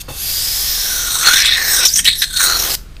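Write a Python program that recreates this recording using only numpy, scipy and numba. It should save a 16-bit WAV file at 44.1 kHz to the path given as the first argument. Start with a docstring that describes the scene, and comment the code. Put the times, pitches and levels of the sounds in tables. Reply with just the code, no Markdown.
"""A small dental surgery with a low ventilation hum. A suction tube hisses as it nears an open mouth,
then draws saliva: the rush turns wet and rings the mouth cavity. The tip sticks to the cheek, frees
itself in slurps, squeaks and sputters, hisses again and is shut off with a snap of the valve.
The close microphone overloads on the loudest slurps."""
import sys
import numpy as np
from scipy import signal
from scipy.fft import rfft, irfft
from scipy.io import wavfile
from scipy.ndimage import map_coordinates
from numba import njit

SR = 44100
rng = np.random.default_rng(int(sys.argv[2]) if len(sys.argv) > 2 else 0)


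def master_out(mix):
    """Clip the mix to full scale and print it as 16-bit PCM to the path in sys.argv[1]."""
    frames = np.transpose(np.atleast_2d(mix))
    ceiling = np.clip(frames, -1, 1)
    pcm = np.round(ceiling * 32767).astype(np.int16)
    wavfile.write(sys.argv[1], SR, pcm)


N = 132300

# envelope of the air jet at the tip: t/s, level/dB
JET_LEVEL = [(0, -37.5), (.015, -22.5), (.03, -47), (.078, -56), (.088, -33.5), (.14, -31), (.2, -23),
             (.3, -19), (.5, -17.5), (.9, -18.5), (1.2, -22), (1.36, -16), (1.46, -35), (1.51, -28),
             (1.62, -25.5), (1.74, -14.5), (1.85, -25), (1.9, -22), (1.97, -21), (2.01, -24), (2.03, -44),
             (2.06, -20), (2.14, -37), (2.21, -25), (2.265, -42), (2.32, -34), (2.38, -23), (2.45, -14.5),
             (2.5, -22), (2.65, -17.5), (2.752, -16.5), (2.764, -61)]
# tone of the jet in open air: f/Hz, level/dB
JET_SPECTRUM = [(300, -15.5), (1000, -14), (1700, -4.5), (2700, -4.5), (3400, 2.5), (4800, 2.5),
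                (6500, 3.5), (7200, 0), (9300, -0.5), (10600, -1.5), (11900, 1.5), (15000, 1.5)]
# how far the tip is inside the mouth: t/s, depth/0-1
TIP_DEPTH = [(.6, 0.21), (1.05, 0.22), (1.7, 0.7), (2.5, 0.57), (2.66, 0)]
# saliva in the stream: t/s, wetness/0-1
WETNESS = [(.4, 0.08), (.85, 0.06), (1.2, 0.58), (1.45, 0.89), (1.7, 0.36), (2.1, 0.86), (2.45, 0.67),
           (2.75, 0.5)]
# resonances that take over from the open hiss inside the mouth: f/Hz, width/Hz, level/dB
JET_MODES = [(6610, 190, -2), (7840, 1100, -2), (9240, 710, -3.5), (10580, 910, -4.5), (12080, 1500, 1.5),
             (14170, 3200, 0)]
# echoes off teeth and cheek: delay/s, gain at full wetness, wander/share of the delay
CHEEK_ECHOES = [(.000343, 0.54, 0.074), (.00105, 0.074, 0.055)]
# sweep of the low mouth resonance: t/s, f/Hz
LOW_SWEEP = [(.7, 1780), (.9, 1525), (1.17, 1330), (1.29, 1398), (1.42, 1765), (1.53, 1823), (1.7, 1713),
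             (1.82, 1470), (1.98, 1745), (2.08, 1926), (2.24, 1650), (2.42, 1420), (2.6, 1320)]
# its envelope: t/s, level/dB
LOW_LEVEL = [(.1, -68), (.6, -43), (.95, -30.5), (1.2, -28.5), (1.27, -17), (1.32, -18), (1.42, -23),
             (1.55, -18.5), (1.61, -21.5), (1.72, -21), (1.84, -23), (1.88, -42.5), (2.12, -38),
             (2.3, -44.5), (2.37, -32), (2.42, -18.5), (2.55, -24.5), (2.63, -39), (2.76, -57)]
# sweep of the middle mouth resonance, a pair of peaks: t/s, f/Hz, split/factor
MID_SWEEP = [(.7, 3870, 0.91), (1.15, 3970, 0.69), (1.29, 3874, 1), (1.5, 3806, 0.89), (1.65, 4150, 0.35),
             (1.78, 3760, 0.42), (2.12, 3890, 0.66), (2.33, 3950, 1), (2.46, 4140, 0.28)]
# its peaks: offset at split 1/Hz, width/Hz, level/dB
MID_PEAKS = [(-280, 510, 0.5), (294, 410, -0.5)]
# its envelope: t/s, level/dB
MID_LEVEL = [(.1, -62), (.35, -41), (.65, -30.5), (1.1, -25), (1.22, -22), (1.28, -13), (1.32, -22),
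             (1.5, -13), (1.61, -26.5), (1.75, -23), (1.84, -18), (1.9, -38), (2.03, -42), (2.12, -17.5),
             (2.2, -30.5), (2.31, -31), (2.36, -22.5), (2.47, -16), (2.57, -22), (2.75, -37), (2.76, -78)]
# sweep of the high mouth resonance, also a pair: t/s, f/Hz
HIGH_SWEEP = [(.22, 4680), (.48, 5060), (.8, 5340), (1.0, 6000), (1.37, 5870), (1.44, 5130), (1.7, 5440),
              (1.875, 5720), (1.9, 5000), (1.925, 5730), (2.0, 6100), (2.22, 5670), (2.5, 6290),
              (2.65, 5820), (2.73, 4900)]
# its peaks: offset at split 1/Hz, width/Hz, level/dB
HIGH_PEAKS = [(-300, 700, 0.5), (293, 930, 1.5)]
# their spacing as the tip enters the mouth: t/s, split/factor
HIGH_SPACING = [(.45, 0.27), (1.1, 0.5), (1.35, 1.25), (1.75, 0.54), (2.2, 1), (2.5, 1.43), (2.7, 1.1)]
# their envelope: t/s, level/dB
HIGH_LEVEL = [(.1, -52), (.29, -24.5), (.8, -21.5), (1.15, -23.5), (1.38, -20), (1.45, -30), (1.52, -26.5),
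              (1.62, -26), (1.75, -16.5), (1.85, -15.5), (1.9, -24), (2.01, -19), (2.04, -41), (2.15, -39),
              (2.21, -21.5), (2.26, -44), (2.33, -52), (2.43, -14.5), (2.56, -28.5), (2.62, -20.5),
              (2.75, -44), (2.76, -80)]
# bright ring of the tip against wet tissue: f/Hz, width/Hz, level/dB
TIP_PEAKS = [(8030, 1600, 0.5), (8500, 990, -2), (9050, 840, -2.5)]
# its envelope: t/s, level/dB
TIP_LEVEL = [(.8, -60), (1.15, -22.5), (1.34, -26.5), (1.52, -33.5), (1.63, -31.5), (1.74, -18.5),
             (1.86, -27.5), (1.91, -43), (1.99, -12), (2.03, -42), (2.07, -21.5), (2.14, -33.5),
             (2.3, -35.5), (2.44, -15.5), (2.52, -41), (2.76, -70)]
# low splatter of saliva in the tube: t/s, level/dB
SPLATTER_LEVEL = [(.07, -51.5), (.3, -43), (1.1, -37.5), (1.22, -38), (1.27, -25.5), (1.36, -43),
                  (1.6, -34.5), (1.85, -28.5), (1.89, -68), (2.32, -58), (2.42, -35), (2.49, -28),
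                  (2.7, -28.5), (2.75, -33.5), (2.77, -64)]
# slurps as the tip breaks free: t/s, attack/s, length/s, low/dB, middle/dB, high/dB, spray/dB
SLURP_CUES = [(1.252, 0.012, 0.039, -13, -12.5, -16, -18), (1.328, 0.0067, 0.014, -18, -12, -17, -12),
              (1.361, .002, 0.062, -19.5, -18, -16, -22), (1.455, 0.0031, 0.016, -39, -11.5, -30, -17),
              (1.849, 0.0058, 0.011, -44, -10, -6, -8.5), (1.949, 0.0099, 0.029, -33, -33, -14.5, -21),
              (1.987, 0.0071, 0.0098, -16, -34, -23, -16), (2.044, .002, 0.0095, -45, -40, -23, -16),
              (2.053, 0.0014, 0.018, -19.5, -16.5, -37, -20.5), (2.072, 0.0035, 0.015, -14, -8.5, -49, -42),
              (2.216, 0.0041, 0.023, -17.5, -14.5, -30, -18), (2.357, 0.016, 0.018, -38, -13.5, -36, -18),
              (2.396, 0.012, 0.02, -14, -40, -14.5, -23)]
# squeaks of a narrow wet gap: t/s, length/s, first f/Hz, last f/Hz, width/Hz, level/dB
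SQUEAK_CUES = [(1.86, 0.015, 3700, 3460, 400, -21), (1.864, 0.035, 7500, 4800, 1300, -14.5),
               (1.878, 0.023, 5200, 4250, 250, -16), (1.936, 0.011, 5350, 6940, 300, -6),
               (1.443, 0.031, 7100, 7300, 1400, -20), (1.978, 0.026, 3240, 3170, 300, -19.5),
               (2.05, 0.02, 2830, 3260, 710, -9.5), (2.165, 0.055, 11000, 12000, 1800, -23.5),
               (2.338, .011, 6960, 5700, 600, -24), (2.705, 0.021, 5060, 4570, 1100, -20)]
# bubbling pools of saliva: t/s, length/s, f/Hz, width/Hz, pops per s, level/dB, fade/dB per s
SPUTTER_CUES = [(1.231, 0.12, 2360, 1300, 720, -22, 2), (1.374, .19, 2380, 1300, 550, -19, 27),
                (1.802, 0.044, 2500, 1200, 970, -24, 0), (2.06, 0.051, 2500, 1000, 500, -21, 96),
                (2.09, 0.072, 3810, 800, 320, -15.5, 160)]
# single large bubbles bursting: t/s, f/Hz, ring/dB, click/dB
POP_CUES = [(1.281, 4210, -12, -18), (1.338, 3560, 2, -19), (1.362, 3650, -2, -12), (2.375, 3650, -10, -16),
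            (2.406, 1480, -3.5, -1), (2.499, 1390, -7, -2), (2.556, 1330, -10, -26)]
# small plastic knocks: t/s, level/dB, f/Hz, width/Hz, decay/s
KNOCK_CUES = [(.082, -28, 490, 1040, 0.036), (2.7504, -6.5, 4800, 5940, 0.0015),
              (2.967, -33, 2570, 3980, 0.0016)]
# rumbles and low bubbles in the hose: t/s, length/s, f/Hz, width/Hz, level/dB
GULP_CUES = [(0.081, 0.033, 131.7, 109, -30), (1.149, 0.016, 1105, 400, -27.5),
             (1.928, 0.123, 208, 60, -39.5)]
# hollow ring of the empty tube as the valve opens: t/s, level/dB
TUBE_LEVEL = [(0, -35), (.018, -36), (.03, -67), (.078, -62), (.088, -34.5), (.16, -40), (.3, -39),
              (.7, -95)]
# tone of the ventilation rumble: f/Hz, level/dB
VENT_SPECTRUM = [(20, 3), (40, 5), (70, -14.5), (120, -4), (200, -13.5), (400, -21), (800, -29),
                 (4000, -31.5), (15000, -46)]
# partials of the ventilation hum: f/Hz, level/dB
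VENT_HUM = [(40.5, -39), (59, -44.5), (82, -48)]

# modulation depths and droplet shares hold at full wetness; a drier stream gets less
GURGLE_PER_S, GURGLE_DB, FLUTTER_PER_S, FLUTTER_DB = 38, 2, 450, 2
SWAY_PER_S, SWAY_DB, SWAY_DRIFT = 22, 2.8, 0.011
DROPS_PER_S, DROP_SHARE, BLOBS_PER_S, BLOB_SHARE = 900, 0.24, 220, 0.64

JET_SWAY_PER_S, JET_SWAY_DB, JET_DRIFT, JET_FOLLOW = 14, 4, 0.017, 0.26
SPRAY_HZ, SPRAY_WIDTH_HZ, WET_RELEASE_S = 5600, 14200, 0.0065
POP_RING_S, POP_CLICK_S, POP_RISE_PER_S = 0.0033, 0.00093, 3
TUBE_HZ, TUBE_WIDTH_HZ = 890, 180
RUMBLE_DB, ROOM_T60_S, ROOM_DB, NEAR_DB = -36, 0.26, -15.5, -11.5
CEILING, TOP_HZ = 0.82, 15350


def suction():
    """The jet hisses and rings mouth and tip; saliva chops the flow; slurps drive it in bursts."""
    wet = curve(WETNESS)
    chop = undb(wet * (GURGLE_DB * gurgle() + FLUTTER_DB * walk(FLUTTER_PER_S)))
    low, mid, high, spray = sum(np.outer(undb(levels), gate(start, length, attack, WET_RELEASE_S))
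                                for start, attack, length, *levels in SLURP_CUES)
    cavity = mouth(wet, low, mid, high)
    hiss = jet(wet) + spray * ring(stream(wet), SPRAY_HZ, SPRAY_WIDTH_HZ)
    hiss = cheek_echoes(hiss, wet)
    tip = modes(wet, TIP_PEAKS) * undb(curve(TIP_LEVEL))
    splatter = ring(stream(wet), hz=720, width=2540) * undb(curve(SPLATTER_LEVEL))
    return chop * (cavity + hiss + tip + splatter)


def jet(wet):
    """Smooth hiss in the open; inside the mouth it breaks into resonances that glide with its shape."""
    depth, high_hz = curve(TIP_DEPTH), curve(HIGH_SWEEP)
    glide = (high_hz / np.average(high_hz, weights=depth)) ** JET_FOLLOW
    enclosed = 0
    for hz, width, db in JET_MODES:
        gain = undb(db + JET_SWAY_DB * walk(JET_SWAY_PER_S))
        enclosed += gain * ring(stream(wet), hz * glide * (1 + JET_DRIFT * walk(JET_SWAY_PER_S)), width)
    open_air = colour(stream(wet), JET_SPECTRUM)
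    return (np.sqrt(1 - depth) * open_air + np.sqrt(depth) * unit(enclosed)) * undb(curve(JET_LEVEL))


def mouth(wet, low_slurp, mid_slurp, high_slurp):
    """Air and slurps ring three mouth resonances; coarse blobs of saliva make the low one bubble."""
    low_hz = curve(LOW_SWEEP)
    core = sway(stream(wet, BLOBS_PER_S, BLOB_SHARE), wet, low_hz, width=155)
    skirt = sway(stream(wet), wet, hz=low_hz + 115, width=680)
    low = unit(core + undb(-2) * skirt)
    mid = modes(wet, MID_PEAKS, curve(MID_SWEEP), split=curve(MID_SWEEP, column=2))
    high = modes(wet, HIGH_PEAKS, curve(HIGH_SWEEP), split=curve(HIGH_SPACING))
    return (low * np.hypot(undb(curve(LOW_LEVEL)), low_slurp)
            + mid * np.hypot(undb(curve(MID_LEVEL)), mid_slurp)
            + high * np.hypot(undb(curve(HIGH_LEVEL)), high_slurp))


def stream(wet, rate=DROPS_PER_S, share=DROP_SHARE):
    """Turbulent air, grainier with droplets the wetter it gets."""
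    share = share * wet
    return np.sqrt(1 - share) * noise() + np.sqrt(share) * drops(rate, scatter_db=4)


def drops(rate, scatter_db):
    """Randomly timed droplet clicks of uneven size."""
    return unit((rng.random(N) < rate / SR) * np.sign(noise()) * undb(scatter_db * noise()))


def gurgle():
    """Plugs of saliva gather, choke the flow and give way: an uneven sawtooth, rms 1."""
    phase = np.cumsum(GURGLE_PER_S * np.exp(.5 * walk(GURGLE_PER_S))) / SR
    return unit(.5 - phase % 1)


def modes(wet, peaks, centre=0, split=1):
    """The stream rings a set of swaying peaks, rms 1."""
    return unit(sum(undb(db) * sway(stream(wet), wet, centre + split * hz, width)
                    for hz, width, db in peaks))


def sway(x, wet, hz, width):
    """A resonance of soft, moving tissue: its centre drifts and its strength comes and goes."""
    drifting_hz = hz * (1 + SWAY_DRIFT * wet * walk(SWAY_PER_S))
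    return ring(x, drifting_hz, width) * unit(undb(SWAY_DB * wet * walk(SWAY_PER_S)))


def cheek_echoes(x, wet):
    """Very short, shifting echoes flange the hiss, more deeply as the stream turns wet."""
    for delay, gain, wander in CHEEK_ECHOES:
        lag = delay * SR * (1 + wander * walk(SWAY_PER_S))
        echo = map_coordinates(x, [np.arange(N) - lag], mode="nearest")
        x = (x + gain * wet * echo) / np.hypot(1, gain * wet)
    return x


def squeaks():
    """Air whistles through a gap that opens or closes."""
    out = 0
    for start, length, first, last, width, db in SQUEAK_CUES:
        progress = np.clip((clock() - start) / length, 0, 1)
        hz = first + (last - first) * progress
        out += undb(db) * np.sin(np.pi * progress) * ring(noise(), hz, width)
    return out


def sputters():
    """Saliva films burst in quick, crackling runs."""
    out = 0
    for start, length, hz, width, rate, db, fade in SPUTTER_CUES:
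        gain = undb(db - fade * np.clip(clock() - start, 0, length))
        envelope = gate(start, length, attack=0.0057, release=WET_RELEASE_S)
        out += gain * envelope * ring(drops(rate, scatter_db=0.5), hz, width)
    return out


def pops():
    """A large bubble bursts with a click and rings briefly at a slightly rising pitch."""
    out = 0
    for start, hz, ring_db, click_db in POP_CUES:
        age = np.maximum(clock() - start, 0)
        cycles = hz * age * (1 + POP_RISE_PER_S * age / 2)
        tone = np.sin(2 * np.pi * cycles) * gate(start, 0, 1 / hz, POP_RING_S)
        click = ring(noise(), SPRAY_HZ, SPRAY_WIDTH_HZ) * gate(start, 0, 1 / hz, POP_CLICK_S)
        out += undb(ring_db) * tone + undb(click_db) * click
    return out


def knocks():
    """Handling of the tube and the snap of its valve."""
    return sum(undb(db) * gate(start, 0, attack=0.00037, release=decay) * ring(noise(), hz, width)
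               for start, db, hz, width, decay in KNOCK_CUES)


def gulps():
    """Dull, brief rumbles in the hose."""
    return sum(undb(db) * gate(start, length, attack=0.011, release=0.014) * ring(noise(), hz, width)
               for start, length, hz, width, db in GULP_CUES)


def empty_tube():
    """The first rush of air sounds the third to fifth pipe modes of the empty tube."""
    pipe = sum(ring(noise(), k * TUBE_HZ, TUBE_WIDTH_HZ) for k in (3, 4, 5))
    return undb(curve(TUBE_LEVEL)) * unit(pipe)


def room(x):
    """Quick reflections from face and hand, then the short tail of the surgery."""
    t = clock()
    near = noise() * gate(0.00087, 0, attack=0.00065, release=0.002)
    tail = noise() * (t > .005) * undb(-60 * t / ROOM_T60_S)
    echo = undb(NEAR_DB) * near / np.linalg.norm(near) + undb(ROOM_DB) * tail / np.linalg.norm(tail)
    return x + signal.fftconvolve(x, echo)[:N]


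def ventilation():
    """A bed of air rumble under a wavering hum."""
    hum = 0
    for hz, db in VENT_HUM:
        peak = np.sqrt(2) * undb(db + 3.6 * walk(rate=4.7))
        hum += peak * np.sin(2 * np.pi * hz * clock() + .5 * walk(rate=5.52))
    return hum + undb(RUMBLE_DB) * colour(noise(), VENT_SPECTRUM)


def undb(db):
    """Decibels to gain."""
    return 10 ** (np.asarray(db) / 20)


def unit(x):
    """Scale to rms 1."""
    return x / np.sqrt(np.mean(x ** 2))


def clock():
    """Time of each sample in seconds."""
    return np.arange(N) / SR


def curve(rows, column=1):
    """Automation lane: straight lines between a table's breakpoints."""
    columns = np.array(rows, float).T
    return np.interp(clock(), np.sort(columns[0]), columns[column])


def gate(start, length, attack, release):
    """Linear attack, then exponential release from length seconds after the start."""
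    t = clock() - start
    return np.clip(t / attack, 0, 1) * np.exp(-np.maximum(t - length, 0) / release)


def noise():
    """White noise."""
    return rng.standard_normal(N)


def walk(rate):
    """Random wander through rate points a second, rms 1."""
    return unit(np.interp(clock() * rate, np.arange(N), noise()))


def colour(x, points):
    """Equalise x along (f/Hz, level/dB) points, rms 1."""
    hz, db = np.array(points, float).T
    f = np.maximum(np.arange(N // 2 + 1) * SR / N, 1)
    return unit(irfft(rfft(x) * undb(np.interp(np.log(f), np.log(hz), db)), N))


def ring(x, hz, width):
    """A steep resonance from two band-passes in series, rms 1."""
    hz, width = hz * np.ones(N), float(width)
    return unit(bandpass(bandpass(x, hz, width), hz, width))


@njit
def bandpass(x, hz, width):
    """State-variable band-pass whose centre can sweep."""
    y, band, low = np.empty(len(x)), 0., 0.
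    for i in range(len(x)):
        g, damping = np.tan(np.pi * hz[i] / SR), width / hz[i]
        v = (band + g * (x[i] + 1e-18 - low)) / (1 + g * (g + damping))
        band, low = 2 * v - band, low + 2 * g * v
        y[i] = damping * v
    return y


def scene():
    """All sources in the room over the ventilation bed, the same in both channels."""
    close = empty_tube() + suction() + squeaks() + sputters() + pops() + knocks() + gulps()
    mono = room(close) + ventilation()
    return np.array([mono, mono])


def record(dry):
    """The close microphone clips the loudest peaks; a steep low-pass cuts the top."""
    lowpass = signal.ellip(10, .2, 60, TOP_HZ, fs=SR, output="sos")
    return signal.sosfilt(lowpass, np.clip(dry, -CEILING, CEILING))


dry = scene()
out = record(dry)
master_out(out)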